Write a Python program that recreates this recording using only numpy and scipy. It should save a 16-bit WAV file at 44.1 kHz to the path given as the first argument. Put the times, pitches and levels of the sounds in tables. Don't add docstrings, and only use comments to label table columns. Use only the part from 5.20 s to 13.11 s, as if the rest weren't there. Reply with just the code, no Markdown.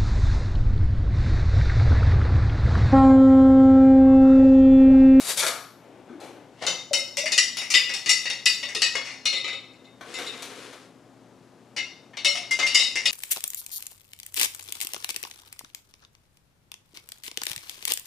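import sys
import numpy as np
from scipy import signal
from scipy.fft import rfft, irfft
from scipy.io import wavfile

SR = 44100
rng = np.random.default_rng(int(sys.argv[2]) if len(sys.argv) > 2 else 0)


def pcm_store(signal):
    levels = np.round(np.clip(np.atleast_2d(signal), -1, 1) * 32767)
    wavfile.write(sys.argv[1], SR, levels.astype(np.int16).T)


N = 348831
SIZE = 32768
T, HZ = np.arange(SIZE) / SR, np.fft.rfftfreq(SIZE, 1 / SR)
TIME, ALL_HZ = np.arange(N) / SR, np.fft.rfftfreq(N, 1 / SR)

# knock, rim note, wall notes, bright ring, chink, tick (edge [Hz])
BAND_EDGES = [180, 1750, 2350, 3450, 4300, 6200, 15000]
# (pitch [Hz], level [dB], t60 before damping [s], pull of the liquid [0-1])
JAR_MODES = [(356, -7, .1, 0), (542, -8, 0.41, 0), (985, -28, 0.05, 0), (1270, -3, 0.11, 0),
             (2056, 0.5, 0.41, 1), (2189, -7, 0.45, 0.8), (2040, -11, 0.084, 1), (2590, 1.5, 0.62, 0.3),
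             (2820, 6.5, 0.37, 0.4), (2934, 5.5, 0.19, 0.4), (3224, -14.5, .6, 0.02), (3694, 5, 0.56, 0.1),
             (3980, -21, .2, 0.22), (4070, 0.5, 0.22, 0.7), (4620, 3, 0.12, 0.5), (4820, -5.5, .25, 0.3),
             (5280, -0.5, 0.55, 0.1), (4920, 3.5, .3, 0.05), (5516, 7, 0.12, 0.1),
             (5500, -12.5, 0.085, 0.5), (6500, -14.5, 0.14, 0.21), (6850, 6.5, 0.17, 0.17),
             (7286, 4, 0.17, .15), (7870, 1, 0.12, 0.09), (8660, -4, 0.19, 0), (9900, -2, .3, 0.1),
             (10980, -20, 0.15, 0.14)]


def amp(db):
    return 10 ** (np.asarray(db) / 20)


def read(points, hz):
    f, value = np.transpose(points)
    return np.interp(np.log(hz + 1), np.log(f + 1), value)


def unit_rms(x):
    return x / np.sqrt(np.mean(x ** 2) + 1e-20)


def add(mix, s, sound):
    part = mix[:, max(round(s * SR), 0):][:, :sound.shape[1]]
    part += sound[:, :part.shape[1]]


def one_shot(spectrum, db):
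    gain = amp(db) * np.sqrt(SR / 10 * SIZE / 2 / np.sum(abs(spectrum.mean(0)) ** 2))
    return irfft(spectrum * gain) * (1 - (T / T[-1]) ** 8)


def mode(f, width, hz):
    return 1j * hz * width / (f * f - hz * hz + 1j * hz * width)


def diffuse(spectra, hz):
    # (frequency [Hz], coherence [0-1])
    coherence = [(30, .7), (120, .97), (800, .93), (2500, .86), (5000, .77), (10000, .68)]
    same = np.clip(read(coherence, hz), 0, 1)
    mid, side = spectra[0] * np.sqrt((1 + same) / 2), spectra[1] * np.sqrt((1 - same) / 2)
    return np.array([mid + side, mid - side])


def kitchen(direct_db=-9, early_db=2, early_s=0.029, onset_s=0.00083):
    # (frequency [Hz], t60 [s])
    decay = [(150, 0.47), (400, .42), (1000, 0.65), (2500, .48), (5500, 0.57), (9000, 0.38), (15000, 0.81)]
    density = np.minimum(.06 + 4 * T, 1)
    taps = rng.standard_normal((2, SIZE)) * (rng.random((2, SIZE)) < density) / np.sqrt(density)
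    taps *= (1 - np.exp(-T / onset_s)) * (1 + amp(early_db) * np.exp(-T / early_s))
    hz, t, frames = signal.stft(taps, SR, nperseg=256)
    frames = frames * amp(-60 * t / read(decay, hz)[:, None])
    tail = signal.istft(frames, SR, nperseg=256)[1][:, :SIZE]
    return amp(direct_db) + diffuse(rfft(tail / np.linalg.norm(tail[0])), HZ)


def contact(chatter_s, bounces_per_s=900, bounce=0.68):
    force = bounce * rng.standard_normal(SIZE) * (rng.random(SIZE) < bounces_per_s / SR)
    force *= np.exp(-T / chatter_s)
    force[0] = 1
    return rfft(force)


def band_levels(share_db, strength_db, brightness, belly_db=0):
    belly_weights = [0.95, -0.49, 0, 0.91, 0, -.1]
    octaves = np.log2(np.sqrt(np.multiply(BAND_EDGES[:-1], BAND_EDGES[1:])) / 3500)
    return strength_db + np.array(share_db) + brightness * octaves + belly_db * np.array(belly_weights)


def band_filters():
    filters = [signal.butter(order, edges, "band", fs=SR, output="sos")
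               for order, edges in zip([2, 3, 4, 4, 4, 4], zip(BAND_EDGES, BAND_EDGES[1:]))]
    return [signal.sosfreqz(sos, HZ, fs=SR)[1] for sos in filters]


def hit(spectrum, levels_db, bands):
    return sum(one_shot(spectrum * band, db) for band, db in zip(bands, levels_db))


def friction(stroke, colour, grain_db, resonance=1, fade_db_per_s=130):
    catches = rng.standard_normal((2, N)) * amp(grain_db * np.minimum(rng.exponential(1, N), 5))
    surface = amp(read(colour, ALL_HZ)) * resonance
    texture = unit_rms(irfft(diffuse(rfft(catches), ALL_HZ) * surface, N))
    s, db = np.transpose(stroke)
    outside_s = np.maximum(s[0] - TIME, 0) + np.maximum(TIME - s[-1], 0)
    return texture * amp(np.interp(TIME, s, db) - fade_db_per_s * outside_s)


def room_tone(air_db=-54.5, waver_rad=.4):
    # (frequency [Hz], gain [dB])
    colour = [(15, -62.5), (25, -35.5), (69, -27.5), (110, -18.5), (150, -14.5), (260, -11), (331, -14.5),
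              (450, -15.5), (700, -18.5), (1100, -24), (2300, -32.5), (7000, -39), (11500, -47),
              (15500, -61)]
    # (pitch [Hz], level [dB])
    partials = [(119.5, -65), (264, -63), (355, -67.5)]
    noise = diffuse(rfft(rng.standard_normal((2, N))), ALL_HZ)
    out = amp(air_db) * unit_rms(irfft(noise * amp(read(colour, ALL_HZ)), N))
    for hz, db in partials:
        drift = unit_rms(irfft(rfft(rng.standard_normal(N)) * np.exp(-ALL_HZ / 2), N))
        out += amp(db) * np.sqrt(2) * np.sin(2 * np.pi * hz * TIME + waver_rad * drift)
    return out


def swish():
    # (time [s], level [dB])
    stroke = [(4.8, -68), (4.88, -46), (5.02, -36.5), (5.12, -43.5), (5.45, -43.5), (5.65, -54),
              (5.85, -81)]
    # (frequency [Hz], gain [dB])
    colour = [(88, -36), (150, -32), (252, -3), (425, -1), (495, 2), (649, -15), (714, -3), (802, -12),
              (1110, -6.5), (1540, -7), (3670, -10), (11000, -22.5), (15000, -50)]
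    return friction(stroke, colour, grain_db=3)


def drawer(ring_db=2, tumbles_per_s=70, tumble_s=0.041, clatter=0.47):
    # (time [s], level [dB])
    slide = [(0, -31), (.02, -29.5), (.05, -30.5), (.11, -26.5), (.16, -34.5), (.18, -26.5)]
    roll = [(.5, -66), (.65, -51.5), (.98, -54.5), (1.03, -41.5), (1.2, -49.5), (1.35, -57), (1.41, -59)]
    # (frequency [Hz], gain [dB])
    slide_colour = [(88, -43), (150, -8), (234, -42), (290, -9), (550, 4), (827, -2), (1000, 0.5),
                    (1400, 0.5), (3830, 1), (6110, 1), (8830, 3.5), (11600, 1.5), (15500, -22)]
    roll_colour = [(59, -52), (100, -46), (295, -6), (552, -11), (822, -12.5), (1110, -22), (1930, -25.5),
                   (2390, -26), (3000, -28.5), (3900, -34), (6600, -120)]
    # (pitch [Hz], width [Hz], relative level [dB])
    cutlery = [(3850, 130, 3.5), (4640, 130, 3), (5600, 82, -12), (7100, 210, -5), (8000, 22, -10),
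               (8800, 77, -17), (11700, 42, -28), (12500, 48, -19)]
    jingle = 1 + amp(ring_db) * sum(amp(db) * mode(f, width, ALL_HZ) for f, width, db in cutlery)
    tumbles = rng.uniform(0.17, 0.96, N) * (rng.random(N) < tumbles_per_s / SR)
    clumps = unit_rms(1 + clatter * signal.oaconvolve(tumbles, np.exp(-T / tumble_s))[:N])
    rattle = clumps * friction(slide, slide_colour, grain_db=0.5, resonance=jingle)
    return rattle + friction(roll, roll_colour, grain_db=4)


def knocks():
    # (time [s], strength [dB], brightness [dB/octave], chatter decay [s])
    hits = [(0.174, -35.5, 3.5, 0.047), (0.223, -47, -5, 0.055), (.265, -38, 2, 0.0078),
            (.89, -74.5, -5.5, 0.046), (1.002, -59, 0.5, 0.061), (1.468, -54, -4, 0.0017),
            (3.752, -57.5, -5.5, .004), (4.81, -60, -3.5, 0.0065), (4.987, -51.5, -1.5, 0.0033),
            (5.223, -51, 1, 0.0035), (5.53, -62, -2, .003), (7.39, -56, -6, 0.017)]
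    # (frequency [Hz], gain [dB])
    wood = [(150, -10), (350, -2.5), (550, 7), (750, 2.5), (1000, 1), (1300, 7), (1800, 4.5), (3900, -6.5),
            (9000, -1.5), (12000, -8), (15500, -32)]
    out, bands, body = np.zeros((2, N)), band_filters(), amp(read(wood, HZ))
    for s, strength_db, brightness, chatter_s in hits:
        levels_db = band_levels([4, -4.5, 0, 0.5, -1, 0], strength_db, brightness)
        add(out, s, hit(body * contact(chatter_s) * kitchen(), levels_db, bands))
    return out


def thumps():
    # (time [s], pitch [Hz], level [dB], t60 [s])
    bumps = [(0.895, 241, -49, .15), (0.901, 345, -47, 0.077), (.935, 293, -49, .15),
             (1.42, 65, -64.5, 0.18), (1.459, 174, -55, 0.11), (1.475, 510, -42, 0.073),
             (3.27, 55, -76, 0.14), (3.555, 416, -46, 0.062)]
    out = np.zeros((2, N))
    for s, hz, db, t60 in bumps:
        ring = np.sin(2 * np.pi * hz * T) * amp(-60 * T / t60) * (1 - np.exp(-T * hz))
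        add(out, s, one_shot(rfft(ring) * kitchen(), db))
    return out


def glugs(rise_s=0.002):
    # (time [s], pitch [Hz], glide [octaves/s], level [dB], t60 [s])
    pockets = [(1.71, 586, -5.5, -35, .06), (1.722, 556, -1.6, -38.5, .2), (1.975, 538, 6.5, -39, .12),
               (2.035, 587, 4, -38, .12), (3.43, 605, -7.5, -52, .08), (7.052, 572, -0.2, -41.5, .14),
               (7.15, 676, 4, -46.5, .07)]
    out = np.zeros((2, N))
    for s, hz, glide, db, t60 in pockets:
        phase = 2 * np.pi * np.cumsum(hz * 2 ** (glide * T)) / SR
        ring = np.sin(phase) * amp(-60 * T / t60) * (1 - np.exp(-T / rise_s))
        add(out, s, one_shot(rfft(ring) * kitchen(direct_db=-6.5), db))
    return out


def scrape():
    # (time [s], level [dB])
    stroke = [(1.37, -62), (1.41, -49), (1.425, -31), (1.46, -33.5), (1.5, -35.5)]
    # (frequency [Hz], gain [dB])
    colour = [(35, -49), (60, -25.5), (679, -4), (1600, -16), (2150, -4), (2470, -19), (2710, -9),
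              (4410, -15), (5820, -18), (10100, -30.5), (15000, -60)]
    return friction(stroke, colour, grain_db=3.5)


def squeals(rise_s=0.0048, t60=0.16, third_db=-22, trim_db=-3):
    # (time [s], length [s], pitch [Hz], level before trim [dB])
    drags = [(2.878, 0.023, 1989, -29), (7.308, 0.035, 2097, -22), (7.425, 0.032, 2110, -20.5)]
    out = np.zeros((2, N))
    for s, length, hz, db in drags:
        phase = 2 * np.pi * hz * T
        tone = np.sin(phase) + amp(third_db) * np.sin(3 * phase)
        envelope = (1 - np.exp(-T / rise_s)) * amp(-60 * np.maximum(T - length, 0) / t60)
        add(out, s, one_shot(rfft(tone * envelope) * kitchen(direct_db=17), db + trim_db))
    return out


def glass(modes, crack_db, chatter_s):
    # (frequency [Hz], gain [dB])
    crack = [(100, 4), (300, -7), (600, 4.5), (1000, 2.5), (1800, 1), (3000, -3), (6500, 5.5), (9000, 8),
             (12500, -12), (15500, -40.5)]
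    drive = contact(chatter_s) * kitchen()
    power = unit_rms(abs(drive.mean(0))) ** 2
    body = amp(crack_db + read(crack, HZ)) + 0j
    for (f, db, t60), sign in zip(modes, rng.choice([-1, 1], len(modes))):
        ring = mode(f, 2.2 / t60, HZ)
        body += sign * amp(db) * ring / np.sqrt(ring.real @ power * HZ[1])
    return body * drive


def rocking(crack_db=-38, boost_db_per_s=12, t60_scale=0.34, slosh=0.0065):
    # (time [s], strength [dB], brightness [dB/octave], belly [dB])
    touches = [(4.128, -36.5, 1, 2), (4.165, -42, 2.5, 7), (4.243, -40, -0.5, 1.5),
               (4.279, -40, -0.5, -0.5), (4.329, -45.5, -0.5, 2.5), (4.534, -66.5, 3, -6),
               (4.644, -64.5, 0.5, 2.5), (4.94, -42, 5.5, -5.5), (5.065, -45.5, 5, 3),
               (5.135, -59, -3, 4.5)]
    out, bands = np.zeros((2, N)), band_filters()
    for s, strength_db, brightness, belly_db in touches:
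        levels_db = band_levels([-4, 1.5, -0.5, 2.5, -8.5, -14.5], strength_db, brightness, belly_db)
        modes = [(f * (1 + slosh * pull * shift), db + boost_db_per_s * t60, t60_scale * t60)
                 for (f, db, t60, pull), shift in zip(JAR_MODES, rng.standard_normal(len(JAR_MODES)))]
        add(out, s, hit(glass(modes, crack_db, chatter_s=0.0023), levels_db, bands))
    return out


def stirring(usual_db=-33, crack_db=-30, scatter_db=3, slosh=.011, grip=0.32, rest_rim_hz=2100):
    # (time [s], strength [dB], brightness [dB/octave], belly [dB], chatter decay [s],
    #         rim note [Hz], wall note [Hz], chink note [Hz])
    clinks = [(1.466, -33.5, 4, 7.5, 0.0066, 2120, 2670, 6010),
              (1.732, -29, 4, 1.5, 0.0048, 2092, 2950, 5400),
              (1.97, -34, 3.5, -2.5, 0.0035, 2032, 2680, 5780),
              (2.058, -35.5, -0.5, -8.5, 0.0011, 2104, 2900, 4530),
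              (2.12, -31.5, 4, 2, 0.0022, 1894, 2930, 4900),
              (2.178, -23.5, 3, -3, 0.0063, 1985, 2780, 5684),
              (2.37, -37.5, 3.5, 4, .0014, 2047, 2710, 5530), (2.416, -44, 1, -8, 0.0045, 2100, 2565, 5630),
              (2.503, -33, 4, -2.5, 0.014, 1985, 2770, 4380),
              (2.54, -22, -1, 0.5, 0.0045, 1994, 2772, 4885),
              (2.694, -38.5, -2, -3.5, .004, 1999, 2800, 5530),
              (2.738, -38.5, 4, 2, 0.0032, 1946, 2570, 5570), (2.86, -34.5, 0, 1, 0.0091, 1970, 2730, 4700),
              (2.893, -24.5, 4, -2, 0.0033, 2017, 2790, 4490),
              (3.055, -36.5, -5, 2.5, 0.0012, 1980, 2650, 4540),
              (3.1, -36.5, .5, 4.5, 0.0016, 1984, 2750, 5450),
              (3.257, -24, 1.5, 0.5, 0.0065, 2014, 2495, 4613),
              (3.428, -39, -4, 3.5, 0.0039, 2005, 2920, 4595),
              (3.488, -46.5, 0.5, -14, 0.0034, 2040, 2750, 4600),
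              (3.549, -35.5, 1.5, 4.5, .0012, 1900, 2880, 4860),
              (3.619, -26.5, 1.5, 2, 0.0032, 1961, 2625, 4680),
              (3.753, -37, -1, -7, .002, 2156, 3370, 4460), (3.851, -44, -1.5, -4, 0.056, 2060, 2810, 4200),
              (4.055, -30.5, 0, 8.5, .002, 2177, 2500, 4240),
              (6.564, -36, -3.5, -0.5, 0.016, 2117, 2915, 5700),
              (6.934, -64.5, -10.5, -7, 0.01, 2020, 2630, 4660),
              (6.97, -43.5, -2.5, 5.5, .0024, 2145, 2900, 4500),
              (7.047, -26, .5, 4.5, 0.0078, 2159, 2970, 5545),
              (7.154, -38.5, 0, 1.5, 0.013, 2090, 2905, 5500),
              (7.31, -36.5, 3, -2.5, 0.0037, 2100, 2800, 4797),
              (7.39, -33.5, -1, 1.5, .008, 2080, 2850, 4510), (7.428, -41, 0, -1, .0045, 2095, 2800, 4780),
              (7.465, -31, -1, 0.5, 0.013, 2090, 2880, 4640),
              (7.546, -23.5, 2.5, -1, 0.0045, 2090, 2870, 5390),
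              (7.595, -30.5, 1, 9, 0.0053, 2050, 2950, 5420),
              (7.756, -34.5, -0.5, -10, 0.0014, 2080, 2710, 5600),
              (7.856, -28, 1.5, 4.5, .003, 1970, 2840, 4530)]
    favoured_db = [3, 3.8, 2.5, 6.7]
    share_db = [-11.5, -1, 0.5, -5, -0.5, -9.5]
    out, bands = np.zeros((2, N)), band_filters()
    for s, strength_db, brightness, belly_db, chatter_s, rim_hz, wall_hz, chink_hz in clinks:
        bend, force_db = rim_hz / rest_rim_hz, strength_db - usual_db
        bright_hz = 3717 * (1 + 0.0051 * rng.standard_normal())
        scatter = rng.standard_normal((len(JAR_MODES), 2))
        modes = [(f * bend ** pull * (1 + slosh * shift), db + scatter_db * size, grip * t60 * bend ** 3)
                 for (f, db, t60, pull), (size, shift) in zip(JAR_MODES, scatter)]
        favoured_hz = rim_hz, wall_hz, bright_hz, chink_hz
        modes += [(f, db, 0.19 * bend ** 3) for f, db in zip(favoured_hz, favoured_db)]
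        levels_db = band_levels(share_db, strength_db, brightness, belly_db)
        levels_db[0] = usual_db + share_db[0] + 0.51 * force_db
        graze_db = -0.47 * force_db
        add(out, s, hit(glass(modes, crack_db + graze_db, chatter_s), levels_db, bands))
    return out


def scene():
    background = room_tone() + swish() + drawer() + knocks() + thumps()
    return background + glugs() + scrape() + squeals() + rocking() + stirring()


def record(dry, cutoff_hz=15650):
    # (frequency [Hz], left minus right [dB])
    balance = [(50, 5.5), (300, 5.5), (2000, 5), (5000, 5.5), (8000, 6), (12000, 2.5)]
    lean = amp(read(balance, ALL_HZ))
    gains = np.array([2 * lean / (1 + lean), 2 / (1 + lean)])
    panned = irfft(rfft(dry) * gains, N)
    low_pass = signal.firwin(511, cutoff_hz, window=("kaiser", 9), fs=SR)
    return signal.oaconvolve(panned, low_pass[None], "same")


dry = scene()
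out = record(dry)
pcm_store(out)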